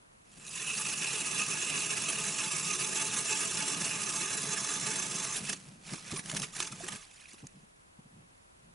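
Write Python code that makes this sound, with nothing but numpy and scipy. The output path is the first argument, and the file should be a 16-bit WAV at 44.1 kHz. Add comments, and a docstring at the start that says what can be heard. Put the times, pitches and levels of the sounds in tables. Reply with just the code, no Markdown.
"""A hand auger, a big crank drill, bores through river ice some metres away on a still, snowy day.
Its blades bite twice in every turn, chipping the ice in clusters of tiny cracks that ring the steel
and make the ice sheet thrum. Then the turning stops: the auger crunches through wet chips in its hole,
its edge squeals, water plops, metal ticks and boots thud in the snow. Behind it all is a faint hush."""
import sys
import numpy as np
from scipy import signal
from scipy.fft import rfft, irfft, next_fast_len
from scipy.io import wavfile

SR = 44100
rng = np.random.default_rng(int(sys.argv[2]) if len(sys.argv) > 2 else 0)


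def inscribe(sig):
    """Save sig as 16-bit PCM at rate SR to the path in sys.argv[1].

    A 1-D sig is mono; a 2-D sig holds one channel per row.
    Samples are clipped to [-1, 1] before scaling.
    """
    pcm = np.round(np.clip(np.atleast_2d(sig).T, -1, 1) * 32767)
    wavfile.write(sys.argv[1], SR, pcm.astype(np.int16))


N = 385698
T = np.arange(N) / SR

# the drilling builds up, holds and stops (time [s], scraping level [dB], ice thrum level [dB])
EFFORT = [(0, -82, -72), (.22, -72, -81), (.36, -58, -61), (.56, -38, -54.5), (.85, -32.5, -50.5),
          (1.4, -34, -48), (3.3, -33, -48.5), (4.85, -34, -47), (5.53, -40.5, -50), (5.58, -58, -55),
          (5.8, -70, -67.5), (5.9, -59, -63), (6.5, -64, -61.5), (6.95, -53, -51), (7.05, -58, -87),
          (7.33, -56, -77), (7.44, -65.5, -79.5), (7.75, -74, -85)]
# turns of the crank (time of the main bite [s], scraping above the effort [dB],
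# blade ring above the scraping [dB], dip as the arm goes slack [dB])
CRANK_TURNS = [(.45, 2.5, -10.5, 2), (.706, 1, -8, 4), (1.05, 1, -7.5, 1), (1.401, .5, -6, -3),
               (1.718, 0, -5.5, -0.5), (2.06, .5, -7, -2), (2.395, 0.5, -9, 1), (2.702, -.5, -8.5, 1.5),
               (2.995, 1.5, -11, 2), (3.312, 0.5, -10, 3), (3.615, 1, -9, -1), (3.925, -1, -8, -1),
               (4.238, -0.5, -11.5, -0.5), (4.55, -1.5, -14.5, 2.5), (4.86, 0, -12, 4),
               (5.171, 1, -12.5, 6.5), (5.492, 2.5, -11, 0)]
# pressed into the ice the shaft rings; lifted free it stirs the chips
# (time [s], shaft gain [dB], loose chip gain [dB])
GRIP = [(0, -8, -30), (.7, -8.5, -42), (1.5, -1, -28), (3, -2.5, -22), (4.5, 0, -20), (5.3, 2.5, -10),
        (5.45, -7, -10), (6.08, 1, -2), (6.25, -0.5, -5), (6.55, -3.5, -5.5), (6.95, 1.5, -7),
        (7.2, -25, -4), (7.7, -14, -8)]
# the auger is pumped through wet chips (middle time [s], scraping [dB], thrum [dB], length [s])
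PUMP_STROKES = [(5.93, -48, -50.5, 0.11), (6.14, -47, -44.5, 0.11), (6.36, -45.5, -44.5, 0.13),
                (6.606, -39.5, -50, 0.089), (6.85, -48.5, -52.5, 0.15)]
# the biggest chunks of ice give way (middle time [s], level [dB], length [s])
CRUNCHES = [(.467, -39, 0.0056), (.56, -35, 0.016), (1.426, -42, 0.024), (3.172, -28.5, 0.02),
            (4.866, -46, 0.037), (5.37, -33.5, 0.036), (5.498, -29.5, 0.014), (5.532, -30.5, 0.01),
            (5.938, -38.5, .008), (6.116, -40, 0.017), (6.165, -38, .013), (6.195, -40, 0.013),
            (6.26, -40.5, 0.0065), (6.3, -36, 0.0097), (6.316, -33, 0.0033), (6.348, -36, 0.0059),
            (6.369, -29, .012), (6.399, -33, .0052), (6.42, -33.5, 0.0057), (6.436, -35, 0.023),
            (6.567, -34.5, 0.0053), (6.604, -25.5, 0.0059), (6.627, -31, 0.0074), (6.675, -37, 0.0098),
            (6.724, -39.5, 0.013), (6.843, -41.5, .01), (6.886, -35.5, .013), (6.925, -39.5, 0.012),
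            (6.961, -42.5, 0.0072)]
# the edge squeals along the wall of the hole (middle time [s], level [dB], length [s])
SQUEALS = [(5.34, -45, 0.091), (5.5, -50, 0.045), (5.96, -61.5, 0.11), (6.178, -40.5, 0.045),
           (6.275, -53, 0.04), (6.41, -51, 0.057)]
# light taps on metal (time [s], level [dB])
TICKS = [(7.3324, -39), (7.469, -34.5)]
# water plops among the chips (time [s], starting pitch [Hz], level [dB])
PLOPS = [(5.928, 294, -37), (6.135, 376, -34.5), (6.173, 1115, -35.5), (6.313, 1760, -37),
         (6.329, 593, -38), (6.562, 1630, -35), (6.603, 1310, -34), (6.725, 1280, -35), (6.805, 660, -35.5),
         (6.834, 348, -37), (6.882, 816, -37.5), (7.256, 2410, -38)]
# auger and boots thud on the snowy ice (middle time [s], level [dB], length [s])
THUDS = [(.382, -51.5, 0.015), (4.878, -41.5, 0.014), (5.431, -43, .03), (5.511, -47.5, 0.035),
         (5.72, -54, .12), (5.934, -37, 0.017), (6.132, -35, 0.011), (6.349, -41.5, .032),
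         (6.411, -43, .038), (6.727, -46.5, 0.037), (7.343, -51, .0078), (7.442, -45, 0.021),
         (7.567, -56, 0.041), (7.635, -55.5, 0.014), (7.994, -48, 0.0093), (8.063, -54.5, 0.012),
         (8.175, -57, 0.081), (8.69, -63, 0.11)]

# ringing notes of the long shaft and its spiral (pitch [Hz], width [Hz], gain [dB])
SHAFT_NOTES = [(285.5, 10, 3), (365, 25, 2), (427.4, 21.5, 3.5), (662.5, 15, 0.5), (872.3, 10, 5.5),
               (1046, 45, -2.5), (1175, 55, 1), (1239, 25.5, 5), (1677, 155, 0), (2236, 39, 1),
               (3310, 38, -10), (3486, 34, -0.5), (3990, 75, -2.5), (4260, 38, -4), (5210, 70, -4),
               (5444, 130, 1), (5950, 180, -1), (6306, 127, 5.5), (7200, 63, -2), (7320, 79, -2),
               (7500, 82, 2.5), (7600, 160, 2.5), (8600, 150, -3.5), (9400, 370, -2)]
# ringing notes of the cutting blades (pitch [Hz], width [Hz], gain [dB])
BLADE_NOTES = [(2436, 27, -7.5), (2700, 20, -13), (2617, 79, -1), (2690, 28, -9), (2830, 64, -4.5)]
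# ringing notes of the thin edge, which sings at any touch (pitch [Hz], width [Hz], gain [dB])
EDGE_NOTES = [(9660, 45, 0), (9790, 120, -5)]

# tone of breaking ice (frequency [Hz], gain [dB])
BREAKING_TONE = [(200, -16), (400, -8.5), (560, -12.5), (800, -15.5), (1100, -8), (2000, -8), (3150, -6),
                 (3700, -3.5), (4250, -6), (4520, -6.5), (5500, -2), (7000, 2), (8200, -1.5), (10000, -1),
                 (11000, -0.5)]
# tone of loose chips knocking together (frequency [Hz], gain [dB])
LOOSE_CHIP_TONE = [(700, -4), (1400, -0.5), (2500, 3.5), (3700, -1), (5500, 0), (11000, -29)]
# tone of the ice sheet under its snow (frequency [Hz], gain [dB])
SHEET_TONE = [(30, -38), (90, -17), (122, -4), (155, 2), (210, -0.5), (260, -9.5), (380, -14), (600, -15.5),
              (1200, -19)]
# tone of snow packed under a weight (frequency [Hz], gain [dB])
SNOW_TONE = [(30, -22), (85, -15.5), (128, -0.5), (190, 3), (280, -9.5), (440, -19.5), (1000, -23),
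             (2000, -50)]
# tone of the open air (frequency [Hz], gain [dB])
AIR_TONE = [(15, -34), (25, -1), (32, -1.5), (182, -6), (260, -10), (518, -14.5), (778, -15.5), (907, -17),
            (979, -15), (1300, -18), (1430, -18.5), (2850, -24), (5260, -27.5), (11000, -20.5),
            (14300, -47), (22000, -120)]
# how unlike the hush is at the two ears (frequency [Hz], gain [dB])
AIR_WIDTH = [(40, -13), (150, -7), (500, 8.5), (2000, 9.5), (11000, -0.5)]
# tone of the echo from the snowy bank and trees (frequency [Hz], gain [dB])
ECHO_TONE = [(60, -17), (150, -17), (300, -11), (600, -6.5), (1200, -5), (2600, -9.5), (5500, -12.5),
             (11000, -17.5)]

# in each turn the arm pushes, pulls, then goes slack (places and widths in shares of a turn)
PUSH_AT, PULL_AT, BITE_WIDTH = 0, 0.41, 0.22
SLACK_AT, SLACK_WIDTH = 0.767, 0.12
PULL_LATE, SETTLE_TURNS = 0.33, 1.3  # the first pulls come late, until the arm finds its rhythm
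BREAKS_AT, BREAK_WIDTH, BREAK_DB = (0.083, 0.44), 0.077, -0.4  # the ice gives way after each bite
# the ring of the steel at each bite and between bites
PUSH_BLADES_DB, PULL_BLADES_DB, BETWEEN_BLADES_DB = 6.5, 2.5, -3
PUSH_SHAFT_DB, PULL_SHAFT_DB, BETWEEN_SHAFT_DB = 3.5, 1.5, -2
ROUGH_ICE_DB, ROUGH_THRUM_DB = 0.22, 1.5  # uneven ice makes scraping and thrum waver
TOP_HZ = 11000


def auger(scrape_db):
    """The blades catch and slip; each catch sheds bits of ice and rings the shaft, blades and edge."""
    shaft_db, loose_db = curves(GRIP)
    turned, turn_db, ring_db, slack_db = crank()
    pull_at = PULL_AT + PULL_LATE * np.exp(-np.maximum(turned, 1) / SETTLE_TURNS)
    push, pull = each_turn(turned, PUSH_AT, BITE_WIDTH), each_turn(turned, pull_at, BITE_WIDTH)
    breaks = sum(each_turn(turned, at, BREAK_WIDTH) for at in BREAKS_AT)
    cut_db = scrape_db + turn_db - slack_db * each_turn(turned, SLACK_AT, SLACK_WIDTH)
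    pumping = swells([(s, db, length) for s, db, _, length in PUMP_STROKES], rise=0.37, fall=0.59)
    crunching = swells(CRUNCHES, rise=0.25, fall=0.38)
    # hypot adds two levels the way unrelated sounds add up
    scraping = np.hypot(gain(cut_db + BREAK_DB * breaks), pumping)
    scraping *= normalise(gain(ROUGH_ICE_DB * wander(rate=37)))
    # the grip on the ice trembles, too fast to hear as single catches
    tremble = normalise(gain(2.1 * wander(rate=150) + .5 * wander(rate=45)))
    force = np.hypot(scraping * tremble, crunching)
    ice = force * ice_bits(loose_db)
    shaft_bite_db = BETWEEN_SHAFT_DB + PUSH_SHAFT_DB * push + PULL_SHAFT_DB * pull
    shaft = steel_ring(force * gain(shaft_db + shaft_bite_db), SHAFT_NOTES, rate=7000, flicker_db=3)
    # the blades chatter most at each bite; pumping and crunching jar them too
    blade_bite_db = BETWEEN_BLADES_DB + PUSH_BLADES_DB * push + PULL_BLADES_DB * pull
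    jarring = gain(-18) * np.hypot(pumping, crunching)
    chatter = np.hypot(gain(cut_db + ring_db + blade_bite_db), jarring)
    blades = steel_ring(chatter * tremble, BLADE_NOTES, rate=3000, flicker_db=1.5)
    squeal = np.hypot(gain(-15) * force, swells(SQUEALS, rise=0.38, fall=0.24))
    edge = steel_ring(squeal, EDGE_NOTES, rate=4000, flicker_db=2)
    return ice + gain(-3.5) * shaft + blades + edge


def crank():
    """The turns made so far, with their scraping, ring and slack in dB; all hold once the crank stops."""
    times, scrape_db, ring_db, slack_db = np.transpose(CRANK_TURNS)
    turn_s, count = np.mean(np.diff(times)), len(times)
    start, stop = times[0] - turn_s / 2, times[-1] + turn_s / 4
    turned = np.interp(T, [start, *times, stop], [-.5, *range(count), count - .75])
    this_turn = np.clip(turned.astype(int), 0, count - 1)
    return turned, np.interp(T, times, scrape_db), np.interp(T, times, ring_db), slack_db[this_turn]


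def each_turn(turned, at, width):
    """A smooth bump of height 1 each time the crank passes the place `at`."""
    away = (turned - at + .5) % 1 - .5
    return .5 ** ((2 * away / width) ** 2)


def ice_bits(loose_db):
    """Fine grit crackles, fresh chips snap off and loose ones knock together."""
    grit = normalise(colour(cracks(rate=14000, spread_db=2), BREAKING_TONE))
    fresh = normalise(colour(clinks(count=13000, ring_s=0.038, spread_db=3.5), BREAKING_TONE))
    loose = normalise(colour(clinks(count=18000, ring_s=0.004, spread_db=1.7), LOOSE_CHIP_TONE))
    return gain(-4.5) * grit + gain(-6) * fresh + gain(loose_db) * loose


def cracks(rate, spread_db):
    """Tiny cracks click at random, about `rate` a second, a few much louder than the rest."""
    chance = rng.random(N)
    hit = chance < rate / SR
    size = np.resize(rng.standard_normal(N // 4), hit.sum())
    direction = np.sign(chance[hit] - .5 * rate / SR)
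    out = np.zeros(N)
    out[hit] = direction * gain(spread_db * np.clip(size, -2.5, 2.5))
    return normalise(out)


def clinks(count, ring_s, spread_db):
    """Chips of ice each clink briefly at their own pitch, faded out within 25 ms."""
    when, pitch, size = rng.random((count, 3)).T[:, :, None]
    age = np.arange(SR // 40)  # in samples
    hz = 700 + 10300 * pitch
    strength = gain(spread_db * np.minimum(-np.log(1 - size), 3.5))  # heavy chips are rare
    clink = strength * np.exp(-age / (ring_s * SR)) * np.sin(2 * np.pi * hz * age / SR)
    faded = clink * (1 - age / len(age))
    places = (when * N).astype(int) + age
    return normalise(np.bincount(places.ravel(), faded.ravel(), N)[:N])


def steel_ring(force, notes, rate, flicker_db):
    """Cracks strike each note of the steel, which rings and fades; the level follows the force."""
    out, power = 0, 0
    for hz, width, db in notes:
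        b, a = signal.iirpeak(hz, hz / width, fs=SR)
        # the point of contact wanders, so each note is struck unevenly
        strikes = normalise(cracks(rate, spread_db=1.5) * gain(flicker_db * wander(rate=45)))
        out = out + gain(db) * signal.lfilter(b, a, force * strikes)
        power += gain(db) ** 2 * np.pi * width / SR
    return out / np.sqrt(power)


def ticks():
    """Something light and hard taps the steel: each tap is a tiny burst of bright noise."""
    out = np.zeros(N)
    age = np.arange(SR // 20) / SR
    for s, db in TICKS:
        tap = rng.standard_normal(len(age)) * np.exp(-age / 0.0027)
        start = int(s * SR)
        out[start:start + len(tap)] += gain(db - 4) * tap
    return colour(out, [(500, -11), (1800, -1), (3500, -9), (7000, 6.5), (11000, -2)])


def plops(cycles, glide):
    """Small air pockets ring in the water, rising in pitch as they fade."""
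    out = np.zeros(N)
    age = np.arange(SR // 10) / SR
    for s, hz, db in PLOPS:
        fade = age * hz / cycles
        loudness = (1 - np.exp(-6 * fade)) * np.exp(-fade)
        phase = 2 * np.pi * hz * age * (1 + glide * np.minimum(fade, 6))
        start = int(s * SR)
        out[start:start + len(age)] += gain(db) * loudness * np.sin(phase)
    return out


def ice_sheet(thrum_db):
    """Jolts from the auger boom briefly in the sheet of ice."""
    pumping = swells([(s, db, length) for s, _, db, length in PUMP_STROKES], rise=0.43, fall=0.35)
    jolts = np.hypot(gain(thrum_db), pumping) * normalise(gain(ROUGH_THRUM_DB * wander(rate=22)))
    return jolts * normalise(colour(cracks(rate=600, spread_db=2), SHEET_TONE))


def snow_thuds():
    """Boots and auger pack the snow in short, low thuds; the snow muffles their treble."""
    noise = normalise(colour(rng.standard_normal(N), SNOW_TONE))
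    rumble = signal.hilbert(noise, next_fast_len(N))[:N]
    even_rumble = normalise(rumble.real / (np.abs(rumble) + .4))  # abs is the loudness at each moment
    thuds = swells(THUDS, rise=0.32, fall=0.58) * even_rumble
    return gain(-2) * colour(thuds, [(50, -11), (120, 0), (300, -2.5), (1000, -7), (3000, -30)])


def outdoors(sound, left_db, right_db):
    """Direct sound plus a short, soft echo from snow and bank, with a level for each ear."""
    age = np.arange(SR // 3) / SR
    decay = np.exp(-age / 0.0046) + gain(-23) * np.exp(-age / 0.11)
    echo = 0
    for _ in range(4):
        path = rng.standard_normal(len(age)) * decay / np.sqrt(np.sum(decay ** 2))
        share = 0.65 + 0.66 * wander(rate=25)  # the moving auger shifts its sound between the paths
        echo = echo + share * signal.oaconvolve(sound, path)[:N] / 2
    echo = colour(echo, ECHO_TONE)
    # the echo arrives from the side, so the two ears get it with opposite signs
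    return np.array([sound + echo, sound - echo]) * gain([[left_db], [right_db]])


def air():
    """A quiet hush that wavers; its bass is alike at both ears."""
    middle, side = (normalise(colour(rng.standard_normal(N), AIR_TONE)) for _ in range(2))
    side = colour(side, AIR_WIDTH)
    return gain(-65.5 + 0.31 * wander(rate=4.3)) * np.array([middle + side, middle - side])


def gain(db):
    """Turn decibels into a number to multiply by."""
    return 10 ** (np.asarray(db) / 20)


def normalise(x):
    """Scale to an average strength (rms) of 1."""
    return x / np.sqrt(np.mean(x ** 2))


def curves(table):
    """Join the rows of a timed table with straight lines, one curve for each level column."""
    times, *columns = np.transpose(table)
    return [np.interp(T, times, column) for column in columns]


def wander(rate):
    """A random drift that heads for a new value `rate` times a second."""
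    targets = rng.uniform(-0.8, 1, N // 100)
    return normalise(np.interp(T * rate, np.arange(len(targets)), targets))


def colour(sound, tone):
    """Shape bass and treble along a curve of (frequency [Hz], gain [dB]) points."""
    hz, db = np.transpose(tone)
    size = next_fast_len(sound.shape[-1] + 2048)
    freqs = np.maximum(np.arange(size // 2 + 1) * SR / size, 1)
    gains = gain(np.interp(np.log(freqs), np.log(hz), db))
    return irfft(rfft(sound, size) * gains, size)[..., :sound.shape[-1]]


def swells(table, rise, fall):
    """Loudness of short events that build and die away; rise and fall are shares of their length."""
    power = np.zeros(N)
    for s, db, length in table:
        near = slice(max(int((s - 4 * length) * SR), 0), int((s + 4 * length) * SR))
        past_peak = (T[near] - s) / length + (fall - rise) / 2
        width = np.where(past_peak < 0, rise, fall)
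        power[near] += gain(db) ** 2 * .5 ** ((past_peak / width) ** 2)
    return np.sqrt(power)


def scene():
    """Auger, water, ice and snow, slightly to the right, in the open air."""
    scrape_db, thrum_db = curves(EFFORT)
    hole = auger(scrape_db) + ticks() + plops(cycles=4.7, glide=0.017)
    hole = outdoors(hole, left_db=-1.9, right_db=1.07)
    underfoot = outdoors(ice_sheet(thrum_db) + snow_thuds(), left_db=3, right_db=4)
    return hole + underfoot + air()


def record(dry):
    """A steep filter cuts the treble above TOP_HZ."""
    return signal.sosfilt(signal.ellip(12, .2, 70, TOP_HZ, fs=SR, output="sos"), dry)


dry = scene()
out = record(dry)
inscribe(out)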